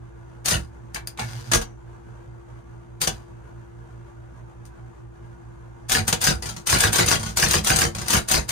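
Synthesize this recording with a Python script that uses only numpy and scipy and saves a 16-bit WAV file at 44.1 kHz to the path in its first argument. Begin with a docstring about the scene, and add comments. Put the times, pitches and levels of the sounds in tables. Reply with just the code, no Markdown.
"""An electric typewriter on a desk, close by in a small room: its motor hums, beats against the mains and whirrs.
First a key that prints nothing: a cam trips with a snap, levers clatter back and the case thumps, with hardly any clack.
The carriage then runs back along its rail, droning, and slams into its stop, which leaves steel and springs ringing.
Later the shift lands with a ring, and fast runs of letters clack on the platen between dull space-bar knocks.
Contacts are decaying noise, loose levers are showers of tiny contacts, and steel is a set of damped sines."""
import sys
import numpy as np
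from scipy import signal
from scipy.fft import rfft, irfft, next_fast_len
from scipy.io import wavfile
from scipy.ndimage import map_coordinates

SR = 44100
rng = np.random.default_rng(int(sys.argv[2]) if len(sys.argv) > 2 else 0)


def wrap_up_sound(samples):
    """Save the sound to the file named by the first command line argument, as 16-bit audio."""
    columns = np.atleast_2d(samples).T
    # keep every value between -1 and 1, then stretch to whole-number steps
    tamed = np.clip(columns, -1, 1)
    steps = np.round(tamed * 32767).astype(np.int16)
    wavfile.write(sys.argv[1], SR, steps)


N = 375291
AGE = np.arange(SR // 2) / SR  # seconds since a contact
# All levels in dB are relative: the gains along a sound's path add up.


def amp(db):
    """Decibels to gain."""
    return 10 ** (np.asarray(db) / 20)


def unit(x):
    """Scale to rms 1."""
    return x / np.sqrt(np.mean(x ** 2) + 1e-20)


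def along(points, hz):
    """Read (Hz, value) points on a log frequency axis."""
    f, v = np.transpose(points)
    return np.interp(np.log(hz + 1), np.log(f + 1), v)


def bumps(rows, hz):
    """Decibel curve of a set of resonances or notches."""
    return sum(db / (1 + (2 * (hz - centre) / width) ** 2) for centre, width, db in rows)


def wobble(rate):
    """A smooth random curve, rate knots a second."""
    knots = rng.standard_normal(int(N * rate / SR) + 4)
    return map_coordinates(knots, [np.arange(N) * rate / SR])


def shaped(x, gain_db, size=8192):
    """Minimum-phase filter that follows a dB curve of frequency, so nothing sounds before its cause."""
    hz = np.fft.rfftfreq(size, 1 / SR)
    cepstrum = irfft(np.log(amp(gain_db(hz)) + 1e-6))
    # fold the cepstrum forward in time
    cepstrum[1:size // 2] *= 2
    cepstrum[size // 2 + 1:] = 0
    response = irfft(np.exp(rfft(cepstrum)))
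    return signal.oaconvolve(x, response[None], axes=1)[:, :N]


def coloured(x, points):
    """Give white sound a spectrum and keep its power."""
    power = np.mean(amp(along(points, np.linspace(0, SR / 2, SR // 8))) ** 2)
    return shaped(x, lambda hz: along(points, hz)) / np.sqrt(power)


def add(track, s, sound):
    """Mix a sound into a track at time s."""
    part = track[:, max(0, round(s * SR)):][:, :sound.shape[-1]]
    part += sound[..., :part.shape[1]]


def fade(t60):
    """Exponential decay by 60 dB in t60 seconds."""
    return np.exp(-np.log(1000) * AGE / t60)


def rise(seconds):
    """A soft start."""
    return 1 - np.exp(-(AGE / seconds) ** 2)


def crack(t60):
    """One hard contact: a decaying burst of noise."""
    return rng.standard_normal((2, len(AGE))) * fade(t60)


def rattle(t60, rate, scatter_db, grain_t60=0.011):
    """Loose levers chatter: many tiny contacts of uneven size that die away."""
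    struck = rng.random(len(AGE)) < rate / SR
    hits = struck * amp(scatter_db * np.clip(rng.standard_normal(len(AGE)), -2, 2))
    energy = np.abs(signal.fftconvolve(hits ** 2, fade(grain_t60) ** 2)[:len(AGE)])
    return unit(np.sqrt(energy)) * crack(t60)


def ring(modes, detune):
    """Damped modes, struck a little differently every time."""
    chance = rng.standard_normal((len(modes), 3))
    sound = 0
    for (hz, db, t60), (force, shift, phase) in zip(modes, chance):
        tone = np.sin(2 * np.pi * (hz * (1 + detune * shift) * AGE + phase))
        sound = sound + amp(db + 2 * force) * fade(t60) * tone
    return sound


def bars(t60, low_hz, high_hz, count=14):
    """Every strike sets a different random group of steel bars and springs ringing."""
    place, phase, size = rng.random((3, count, 1))
    hz = low_hz * (high_hz / low_hz) ** place
    path = rng.random((2, count, 1))  # each port hears a bar at its own phase
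    t = AGE[AGE < t60]
    sound = unit(np.sum(size * np.sin(2 * np.pi * (hz * t + phase + path)), axis=1))
    return np.pad(sound, ((0, 0), (0, len(AGE) - len(t)))) * fade(t60)


def chatter(t60):
    """Levers falling back: mostly loose rattle, with some ringing bars."""
    loose = rattle(t60, rate=700, scatter_db=3)
    return 1.1 * loose + .65 * bars(.75 * t60, low_hz=1100, high_hz=10000, count=36)


SHAFT_HZ, MAINS_HZ = 57.62, 60
# lines of the turning shaft: multiple of SHAFT_HZ, left_db, right_db
SHAFT_LINES = [(1, -51, -49), (2, -51, -47), (3, -70, -63), (6, -49, -59)]
# lines of the mains: multiple of MAINS_HZ, left_db, right_db
MAINS_LINES = [(1, -64, -62), (2, -50, -46), (4, -64, -64)]
# lines of the belt: pitch_hz, left_db, right_db
BELT_LINES = [(65.5, -53.5, -53), (83, -64, -62), (122, -69, -67.5), (124, -64.5, -57), (174, -68, -65),
              (329.5, -64, -79)]


def hum(right_lag_s=0.0011, opposed_s=3.69):
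    """The rotor slips behind the mains, so their lines near 120 Hz throb about five times a second."""
    # shaft and mains pull against each other at opposed_s
    t = np.arange(N) / SR - opposed_s - np.array([[0], [right_lag_s]])
    turns = SHAFT_HZ * t + .01 * wobble(5)

    def line(cycles, left_db, right_db):
        """One steady sine with its rms level in each channel."""
        return np.sqrt(2) * amp([[left_db], [right_db]]) * np.sin(2 * np.pi * cycles)

    shaft = sum(line(k * turns, left, right) for k, left, right in SHAFT_LINES)
    mains = sum(line(k * MAINS_HZ * t, left, right) for k, left, right in MAINS_LINES)
    belt = sum(line(hz * t + 0.047 * wobble(9.1), left, right) for hz, left, right in BELT_LINES)
    return shaft - mains + belt


# rubbing of belt and power roller: pitch_hz, level_db (per Hz)
WHIRR_COLOUR = [(25, -31), (42, -9.5), (56, -28.5), (110, -10), (155, -18), (230, -17.5), (290, -26),
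                (345, -22), (600, -25), (950, -24), (1700, -30), (1850, -34.5), (2400, -38), (4250, -48),
                (7100, -44.5), (10000, -50), (16000, -67.5)]
# resonances of the motor and its drive: pitch_hz, width_hz, lift_db
DRIVE_BODY = [(342, 36, 7), (475, 40, 5), (650, 50, 2), (755, 30, 4), (850, 40, 3), (918, 40, 6),
              (1000, 50, 3), (1160, 30, 4), (1440, 28, 7), (1530, 60, 3), (1640, 40, 4), (2080, 30, 6)]


def whirr():
    """The belt and the power roller rub, a little unevenly with every turn, and the drive resonates."""
    turn = np.sin(2 * np.pi * SHAFT_HZ * np.arange(N) / SR)
    uneven_db = 1.1 * wobble(24) + .7 * wobble(9) + 1.6 * turn
    noise = rng.standard_normal((2, N)) * amp(uneven_db)
    return amp(-55.0) * shaped(coloured(noise, WHIRR_COLOUR), lambda hz: bumps(DRIVE_BODY, hz))


# keystrokes; the first is a key that prints nothing, with hardly any clack, the rest are letters:
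# trip_s, fling_s, strike_s, force_db, trip_db, fling_db, strike_db, thump_db, cam_ping_hz, bar_ping_hz
KEYSTROKES = [(0.4565, 0.4827, 0.5135, -5, -5.5, -3, -22, 2.5, 6400, 8400),
              (5.895, 5.9178, 5.9503, -4, -8, -0.5, -6, -1, 9200, 6700),
              (6.214, 6.24, 6.2721, -2.5, -7.5, -4, -10, 0, 8870, 6370),
              (6.67, 6.698, 6.728, -2, -7.5, -5, -10, -2.5, 8370, 6280),
              (6.784, 6.804, 6.838, -2.5, -10.5, -3, -7.5, -1, 9000, 8870),
              (6.9288, 6.957, 6.9887, -1, -7, -7.5, -10.5, -1.5, 8100, 6440),
              (7.061, 7.083, 7.1139, -1.5, -11, -7.5, -5.5, -3, 9200, 6270),
              (7.371, 7.397, 7.4277, -2.5, -4.5, -7.5, -7.5, 0, 8080, 5750),
              (7.485, 7.509, 7.5407, -3.5, -9, -3.5, -6.5, 0, 9100, 6400),
              (7.645, 7.6695, 7.7023, -3.5, -8.5, -3.5, -6, -2, 9700, 5900),
              (7.7587, 7.787, 7.8172, -3.5, -4, -4, -7, 0, 8200, 6370),
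              (8.082, 8.104, 8.136, -2, -10.5, -5, -12, -2.5, 8860, 6280),
              (8.2855, 8.3118, 8.3426, -3.5, -9.5, -2, -10.5, -1, 9100, 6350),
              (8.49, 8.516, 8.547, -4.5, -8.5, -10.5, -9, 0, 9610, 6200)]
# single snaps of return key, carriage latch, shift linkage, a brushed key and levers in the fast runs:
# start_s, level_db, ping_hz, rattle_db
LATCHES = [(0.9445, -20, 5090, -13), (1.0725, -26.5, 4800, -13), (1.547, -8, 5920, -18.5),
           (3.024, -14.5, 4570, -8.5), (3.037, -13.5, 4600, -12.5), (4.6518, -37, 9190, -19),
           (7.5326, -10, 9630, -13), (7.808, -12.5, 9600, -17), (8.165, -12, 5600, -9.5)]
# the shift goes down, and up again after the capital:
# start_s, latch_db, travel_s, landing_db, treble_db, thump_db
SHIFTS = [(3.0145, -7, .057, -11, 2.5, -15), (6.078, -6, .047, -7, 1.5, -18.5)]
SHIFT_PING_HZ, SHIFT_RATTLE_DB = 8780, -6.5
TRIP_RATTLE_DB, FLING_RATTLE_DB = -1, -1
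GUIDE_LEAD_S, GUIDE_DB, GUIDE_PING_HZ, GUIDE_RATTLE_DB = 0.007, -8.5, 5040, 1


def snap_times():
    """Every snap as (start_s, level_db, ping_hz, rattle_db); a keystroke snaps three times before it strikes."""
    rows = list(LATCHES)
    rows += [(s, db, SHIFT_PING_HZ, SHIFT_RATTLE_DB) for s, db, *_ in SHIFTS]
    for trip_s, fling_s, strike_s, force_db, trip_db, fling_db, _, _, cam_hz, bar_hz in KEYSTROKES:
        rows += [(trip_s, force_db + trip_db, cam_hz, TRIP_RATTLE_DB),
                 (fling_s, force_db + fling_db, bar_hz, FLING_RATTLE_DB),
                 (strike_s - GUIDE_LEAD_S, force_db + GUIDE_DB, GUIDE_PING_HZ, GUIDE_RATTLE_DB)]
    return rows


# snap of a cam or latch: pitch_hz, level_db (per Hz)
SNAP_COLOUR = [(100, 3), (400, -8.5), (1500, -2), (4000, -3), (6500, 1.5), (9700, 0.5), (11200, -6.5),
               (12200, -7), (16000, -11.5)]


def linkage():
    """The cam scrapes on the roller, then snaps the lever: a short ping and a shiver of the neighbouring bars."""
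    snaps, pings = np.zeros((2, 2, N))
    grip_s, scrape_db, attack_s = .014, -19, .0011
    grip = np.clip(AGE / grip_s, 0, 1) ** 1.5 * (AGE < grip_s + attack_s)
    for s, db, ping_hz, rattle_db in snap_times():
        # the harder the cam grips, the more it scrapes and the more the bars shiver
        scrape = grip * rng.standard_normal((2, len(AGE)))
        add(snaps, s - grip_s, amp(db + rattle_db + scrape_db) * scrape)
        snap = rattle(t60=0.099, rate=2400, scatter_db=2.0)
        snap = snap + amp(-12) * bars(t60=0.025, low_hz=4080, high_hz=10640, count=24)
        shiver = amp(rattle_db) * rattle(t60=.14, rate=1100, scatter_db=3)
        add(snaps, s, amp(db - 13.0) * rise(attack_s) * (snap + shiver + 2 * crack(t60=0.014)))
        ping = ring([(ping_hz, 0, .02)], detune=.01)
        add(pings, s + attack_s, amp(db - 8) * rise(attack_s) * ping)
    return coloured(snaps, SNAP_COLOUR) + pings


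CLINK_DB, CLINK_GAP_S, CLINK_LOSS_DB, CLINK_T60_S = -16, .007, 1.5, .026


def clinks(count=7):
    """Parts bounce back into place: separate steel contacts, each with its own notes, ever weaker."""
    track = np.zeros((2, len(AGE)))
    for k, scatter in enumerate(rng.random(count)):
        s = (k + scatter) * CLINK_GAP_S
        add(track, s, amp(-CLINK_LOSS_DB * k) * bars(CLINK_T60_S, low_hz=1309, high_hz=6993, count=4))
    return track


# short clack of a slug on the platen: pitch_hz, level_db, t60_s
PLATEN = [(1600, 0.5, 0.012), (1820, -9, 0.0021), (2720, 7.5, 0.0043), (5110, -4, 0.0099)]
# noise of the slug hitting: pitch_hz, level_db (per Hz)
SLUG_COLOUR = [(100, 1.5), (500, -15), (1100, -11.5), (1500, -4.5), (2200, -10), (3000, -6), (5000, -32),
               (9000, -45), (16000, -61.5)]
# levers falling back: pitch_hz, level_db (per Hz)
CLATTER_COLOUR = [(60, 2.5), (250, -1.5), (700, -3.5), (1500, -14), (3000, -16.5), (5000, -8.5), (7000, -9),
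                  (9500, -9), (12000, -21), (16000, -22)]
# dull contacts, for the drag of the cam and for heavier parts: pitch_hz, level_db (per Hz)
KNOCK_COLOUR = [(80, -12.5), (300, 4), (900, 5), (1600, 0.5), (2500, 2.5), (4000, 5.5), (8000, -27),
                (16000, -26)]
# the case rocks on the desk: pitch_hz, level_db, t60_s
CASE = [(48.5, -6, 0.27), (62.86, -3.5, 0.45), (79.2, -6, 0.12), (102, 0, 0.27), (155, -0.5, 0.18),
        (167, -1.5, 0.18), (213.8, -5.5, 0.31), (340.1, -15.5, 0.27)]
DRAG_LAG_S, DRAG_DB = .01, -26.5
CLACK_DB, SMACK_DB, BAR_RING_DB = -3, -6.5, -20
CLATTER_DB, THUMP_DB = -20, -27
STEP_LAG_S, STEP_CLATTER_DB, STEP_THUMP_DB = .031, -23.5, -27  # a second, later landing


def keystrokes():
    """Cam drag, strike, clatter back and rocking case; letters clack on the platen, the first key hardly at all."""
    drags, smacks, clacks, clatter, thumps = np.zeros((5, 2, N))
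    for trip_s, _, strike_s, force_db, _, _, strike_db, thump_db, *_ in KEYSTROKES:
        add(drags, trip_s + DRAG_LAG_S, amp(force_db + DRAG_DB) * rise(0.0062) * chatter(t60=0.25))
        # strong for letters, very weak for the first key
        hit_db = force_db + strike_db
        add(clacks, strike_s, amp(hit_db + CLACK_DB) * rise(.0004) * ring(PLATEN, detune=.05))
        smack = crack(t60=0.012) + amp(-15.5) * crack(t60=0.033)
        add(smacks, strike_s, amp(hit_db + SMACK_DB) * smack)
        # every stroke rings a few notes of its own
        own_ring = bars(t60=0.066, low_hz=984, high_hz=6560, count=12)
        add(clatter, strike_s, amp(force_db + BAR_RING_DB) * own_ring)
        # the parts bounce and fall back
        add(clacks, strike_s + CLINK_GAP_S, amp(force_db + CLINK_DB) * clinks())
        add(clatter, strike_s - .0025, amp(force_db + CLATTER_DB) * rise(0.0028) * chatter(t60=0.22))
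        step_s = strike_s + STEP_LAG_S
        add(clatter, step_s, amp(force_db + STEP_CLATTER_DB) * rise(0.0016) * chatter(t60=0.088))
        # the case rocks at the strike and again at the later landing
        rock_db = force_db + thump_db
        add(thumps, strike_s, amp(rock_db + THUMP_DB) * rise(0.0063) * ring(CASE, detune=.055))
        add(thumps, step_s, amp(rock_db + STEP_THUMP_DB) * rise(0.0052) * ring(CASE, detune=.055))
    noises = coloured(drags, KNOCK_COLOUR) + coloured(smacks, SLUG_COLOUR) + coloured(clatter, CLATTER_COLOUR)
    return noises + clacks + thumps


# return key, clutch and margin stop each land twice:
# start_s, level_db, second_after_s, second_db, treble_db, thump_db, rattle_t60_s
RETURN_KNOCKS = [(0.942, -28, 0.017, -27, -3, -9, 0.11), (1.172, -34, .019, -22, -2, -9, 0.14),
                 (1.514, -13, .018, -9, 2.5, -12.5, 0.12), (1.6116, -26, 0.0054, -28.5, 1.5, -17, .07)]
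# space bar: start_s, level_db, held_s
SPACES = [(6.421, -24, .141), (7.194, -24.5, 0.093), (7.947, -24, 0.11)]
# knocks while the bar goes down and the carriage steps: delay_s, level_db
SPACE_STEPS = [(0, -3.5), (.034, -2.5), (.066, -2.5)]
SPACE_RELEASE_DB, SPACE_TREBLE_DB, SPACE_THUMP_DB, SPACE_T60_S = -8, 2.5, -2, 0.18
SHIFT_T60_S = 0.039
SHIFT_JOLT_DB, SHIFT_JOLT_THUMP_DB, SHIFT_JOLT_T60_S = -21, -7.5, 0.4  # the latch jolts the type basket


def knock_times():
    """Every landing of carriage, shift and space bar as (start_s, level_db, treble_db, thump_db, rattle_t60_s)."""
    rows = []
    for s, db, delay_s, second_db, *timbre in RETURN_KNOCKS:
        rows += [(s, db, *timbre), (s + delay_s, second_db, *timbre)]
    for s, latch_db, travel_s, *landing in SHIFTS:
        rows.append((s, latch_db + SHIFT_JOLT_DB, 0, SHIFT_JOLT_THUMP_DB, SHIFT_JOLT_T60_S))
        rows.append((s + travel_s, *landing, SHIFT_T60_S))
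    for s, db, held_s in SPACES:
        for delay_s, step_db in [*SPACE_STEPS, (held_s, SPACE_RELEASE_DB)]:
            rows.append((s + delay_s, db + step_db, SPACE_TREBLE_DB, SPACE_THUMP_DB, SPACE_T60_S))
    return rows


# jingle of springs: pitch_hz, level_db (per Hz)
JINGLE_COLOUR = [(1000, -16), (2500, -16), (4500, 8), (6500, 8.5), (9500, 4), (12000, -6.5), (16000, -10)]


def knocks():
    """Heavier parts land: a dull knock, jingling springs and a thump."""
    dull, bright, thumps = np.zeros((3, 2, N))
    for s, db, treble_db, thump_db, t60 in knock_times():
        contact_s = 0.0022 * amp(-min(treble_db, 0))  # a softer contact lasts longer
        impact = .9 * rattle(t60=.055, rate=2000, scatter_db=2)
        blow = rise(contact_s) * (0.82 * chatter(t60) + impact)
        add(dull, s, amp(db - 9.0) * blow)
        add(bright, s, amp(db + treble_db - 9.0) * blow)
        add(thumps, s, amp(db + thump_db - 10.0) * rise(0.0049) * ring(CASE, detune=0.04))
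    return coloured(dull, KNOCK_COLOUR) + coloured(bright, JINGLE_COLOUR) + thumps


# ticks of the return key's catches: start_s, level_db
CATCH_TICKS = [(0.9457, -33.5), (1.073, -30)]
# ring of a catch: pitch_hz, level_db, t60_s
CATCH = [(4750, 1, .013), (4990, -8, .025), (6450, -3, .012), (6830, -6, .025), (9265, -4, .02),
         (9900, -3, .022), (11700, -1, .014)]


def latch_ticks():
    """The two small steel catches of the return key tick clearly."""
    ticks = np.zeros((2, N))
    for s, db in CATCH_TICKS:
        add(ticks, s, amp(db) * (ring(CATCH, detune=.004) + 1.3 * crack(t60=.012)))
    return ticks


# the return lever lands, the clutch grabs in jerks: start_s, level_db
CLUTCH_BLOWS = [(0.958, -35), (1.188, -37.5), (1.204, -36), (1.219, -39)]
# their hollow ring: pitch_hz, level_db, t60_s
CLUTCH = [(850, 5, .075), (1090, -4.5, 0.052), (1480, -9, 0.079), (1610, -2, .11), (1717, -3, 0.12),
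          (1940, -6, .08), (2180, 2, .09), (2306, -1, 0.1), (2673, -2, .07)]
# their scrape: pitch_hz, level_db (per Hz)
SCRAPE_COLOUR = [(100, -27.5), (600, -5), (1000, 0.5), (1700, 3), (2500, -3), (4000, -25), (9000, -14),
                 (16000, -32)]


def clutch(scrape_db=2):
    """The return lever and the clutch it throws in ring hollow and scrape as they take hold."""
    rings, scrapes = np.zeros((2, 2, N))
    for s, db in CLUTCH_BLOWS:
        hollow = np.array([ring(CLUTCH, detune=.008), ring(CLUTCH, detune=.008)])
        add(rings, s, amp(db - 2.5) * rise(.001) * hollow)
        add(scrapes, s, amp(db + scrape_db) * rattle(t60=0.072, rate=170, scatter_db=5))
    return rings + coloured(scrapes, SCRAPE_COLOUR)


# course of the rail noise: time_s, level_db
RAIL_COURSE = [(1.235, -43.5), (1.29, -44), (1.335, -45), (1.41, -46.5), (1.438, -53), (1.462, -49),
               (1.505, -48)]
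# rail noise: pitch_hz, level_db (per Hz)
RAIL_COLOUR = [(60, -29.5), (170, -3), (320, -16), (600, -13), (1500, -14), (3000, -16), (6000, -15),
               (10000, -21.5), (15000, -32)]
# resonances of the rail: pitch_hz, width_hz, lift_db
RAIL_BODY = [(880, 90, 4), (1500, 160, 5), (1720, 100, 3)]
RETURN_START_S, RETURN_END_S = 1.2, 1.51  # the carriage runs back
RAIL_DB, DRONE_DB = -2, -34
SURGE_AT_S, SURGE_EVERY_S = 1.252, .12


def carriage(drone_hz=117, grain_hz=150):
    """The carriage drags along its rail with a fine rough grain; the loaded drive drones in surges."""
    t = np.arange(N) / SR
    corners_s = [RETURN_START_S - .02, RETURN_START_S, RETURN_END_S, RETURN_END_S + 0.096]
    running = np.interp(t, corners_s, [0, 1, 1, 0])
    rail_db = RAIL_DB + np.interp(t, *np.transpose(RAIL_COURSE))
    grain = np.exp(-4 * ((grain_hz * t + .5 * wobble(40)) % 1))
    roughness = unit((.35 + grain) * amp(2 * wobble(300)))
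    scraping = coloured(rng.standard_normal((2, N)) * roughness, RAIL_COLOUR)
    rail = shaped(scraping, lambda hz: bumps(RAIL_BODY, hz))
    surge = np.abs(np.cos(np.pi * (t - SURGE_AT_S) / SURGE_EVERY_S)) ** 1.5
    phase = 2 * np.pi * drone_hz * (t - SURGE_AT_S) + .4 * wobble(20)
    drone = surge * (np.sin(phase) + amp(-23.5) * np.sin(2 * phase))
    return running * (amp(rail_db) * rail + amp(DRONE_DB) * drone)


# the carriage rings after hitting its stop: pitch_hz, level_db, t60_s
STEEL = [(460.4, -4.5, 0.15), (1160, -8.5, 0.085), (1642, -5, 0.14), (2170, -25.5, 0.31), (4985, -12, 0.14),
         (5900, -5, 0.074), (7160, -45, 1.5), (9750, -18, .12)]
SPRINGS_HZ, SPRINGS_DB, SPRINGS_T60_S = (5700, 6480), -33, .26  # the springs spread over this band


def margin_stop(s=1.546, ring_db=-22, lurch_db=-21):
    """The carriage slams home: steel and a cluster of springs ring on and the machine lurches on the desk."""
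    slam = np.zeros((2, N))
    steel = np.array([ring(STEEL, detune=0.00068), ring(STEEL, detune=0.0016)])
    add(slam, s, amp(ring_db) * rise(0.001) * steel)
    add(slam, s, amp(SPRINGS_DB) * rise(.002) * bars(SPRINGS_T60_S, *SPRINGS_HZ, count=60))
    lurch = ring([(40, -7.5, .3), (61.5, 1.0, 0.18), (111.0, 0.5, 0.16)], detune=.02)
    add(slam, s, amp(lurch_db) * rise(0.014) * lurch)
    return slam


# ring of the type basket: pitch_hz, level_db, t60_s
BASKET = [(793, -15, 0.19), (1868, -8.5, 0.12), (2277, -9.5, 0.12), (2936, 2.5, 0.11), (3445, 5, .13),
          (6465, -10, .09), (6920, 4, .08)]
BASKET_DB = -28


def basket():
    """The shifted type basket lands and its frame rings."""
    rings = np.zeros((2, N))
    for s, _, travel_s, db, *_ in SHIFTS:
        frame = np.array([ring(BASKET, detune=.004), ring(BASKET, detune=0.005)])
        add(rings, s + travel_s, amp(db + BASKET_DB) * rise(0.0017) * frame)
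    return rings


# reverberation of the small room: pitch_hz, t60_s
ROOM = [(100, 0.16), (300, 0.2), (1500, 0.18), (5000, 0.13), (13000, 0.11)]


def room(x, size=4096):
    """Desk and walls answer: each frequency dies at its own speed, each short slice of sound by fresh paths."""
    hop, length = size // 2, SR // 4
    starts = range(-hop, N, hop)
    noise = rng.standard_normal((len(starts), 2, length), dtype=np.float32)
    hz, t, z = signal.stft(noise, SR, nperseg=256)
    decay = amp(-60 * t / along(ROOM, hz)[:, None]).astype(np.float32)
    tails = signal.istft(z * decay, SR, nperseg=256)[1][..., :length] * rise(0.00091)[:length]
    tails /= np.sqrt(np.mean(np.sum(tails ** 2, axis=-1)))
    # overlapping slices, each answered by its own tail
    padded, window = np.pad(x, ((0, 0), (hop, size))), signal.windows.cosine(size)
    pieces = np.array([padded[:, i + hop:][:, :size] * window for i in starts])
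    answers = signal.fftconvolve(pieces.astype(np.float32), tails.astype(np.float32), axes=-1)
    wet = np.zeros_like(padded)
    for i, answer in zip(starts, answers):
        add(wet, (i + hop) / SR, answer)
    return wet[:, hop:hop + N]


# stereo width, 1 central, 0 wide, -1 opposed: pitch_hz, correlation
STEREO_WIDTH = [(60, .95), (160, .85), (300, -.3), (600, -.1), (2000, -.1), (3600, .15), (9600, -.05),
                (10200, -.3), (10550, -.92), (11550, -.92), (12500, .95), (14300, .95), (15600, -.7)]
# left over right: pitch_hz, lean_db
BALANCE = [(60, -1.5), (170, -6), (340, 3.5), (550, -1), (800, 0.5), (1500, -1), (2400, 1), (4000, 3.5),
           (5500, 10), (7000, 5.5), (8500, 8.5), (9600, -2.5), (11000, 0.5)]


def spread(x):
    """Stereo width: low bass central, mids wide, narrow or opposed bands in the top treble; each band leans."""
    size = next_fast_len(N + SR // 4)
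    hz = np.fft.rfftfreq(size, 1 / SR)
    a, b = rfft(x, size)
    turn = np.arccos(np.clip(along(STEREO_WIDTH, hz), -1, 1)) / 2
    mid = np.cos(turn) * (a + b) / np.sqrt(2)
    side = np.sin(turn) * (a - b) / np.sqrt(2)
    lean_db = along(BALANCE, hz) / 2  # the left port faces the type basket
    return irfft(np.array([(mid + side) * amp(lean_db), (mid - side) * amp(-lean_db)]), size)[:, :N]


# resonances of the machine's frame: pitch_hz, width_hz, lift_db
FRAME = [(215, 25, 4), (345, 34, 6), (475, 40, 7.5), (653, 22, 6), (758, 32, 9), (947, 40, 6),
         (1108, 40, 4), (1440, 50, 5), (1520, 50, 4), (1650, 70, 2.5), (1742, 45, 4.5), (4780, 220, 3),
         (5030, 190, 3.5), (9700, 500, 2)]


def scene():
    """Every moving part sounds through the frame; with the whirr it fills the room, and the hum joins dry."""
    parts = linkage() + keystrokes() + knocks() + latch_ticks() + clutch() + carriage() + margin_stop() + basket()
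    machine = amp(1.5) * (shaped(parts, lambda hz: bumps(FRAME, hz)) + whirr())
    return spread(machine + amp(-3.5) * room(machine)) + hum()


# treble notches of the ports: pitch_hz, width_hz, lift_db
PORT_NOTCHES = [(5300, 250, -12), (7530, 170, -11), (7770, 200, -9)]
LOW_CUT_HZ, TOP_HZ = 35, 15700


def record(dry):
    """The ports notch the treble, deep bass is lost, the hardest peaks are rounded and the band ends steeply."""
    size = next_fast_len(N + SR // 4)
    heard = shaped(dry, lambda hz: bumps(PORT_NOTCHES, hz))
    low_cut = signal.butter(3, LOW_CUT_HZ, "highpass", fs=SR, output="sos")
    heard = signal.sosfilt(low_cut, heard)
    heard = heard / (1 + np.abs(heard / .9) ** 6) ** (1 / 6)
    band = 1 / (1 + (np.fft.rfftfreq(size, 1 / SR) / TOP_HZ) ** 200)
    return irfft(rfft(heard, size) * band, size)[:, :N]


dry = scene()
out = record(dry)
wrap_up_sound(out)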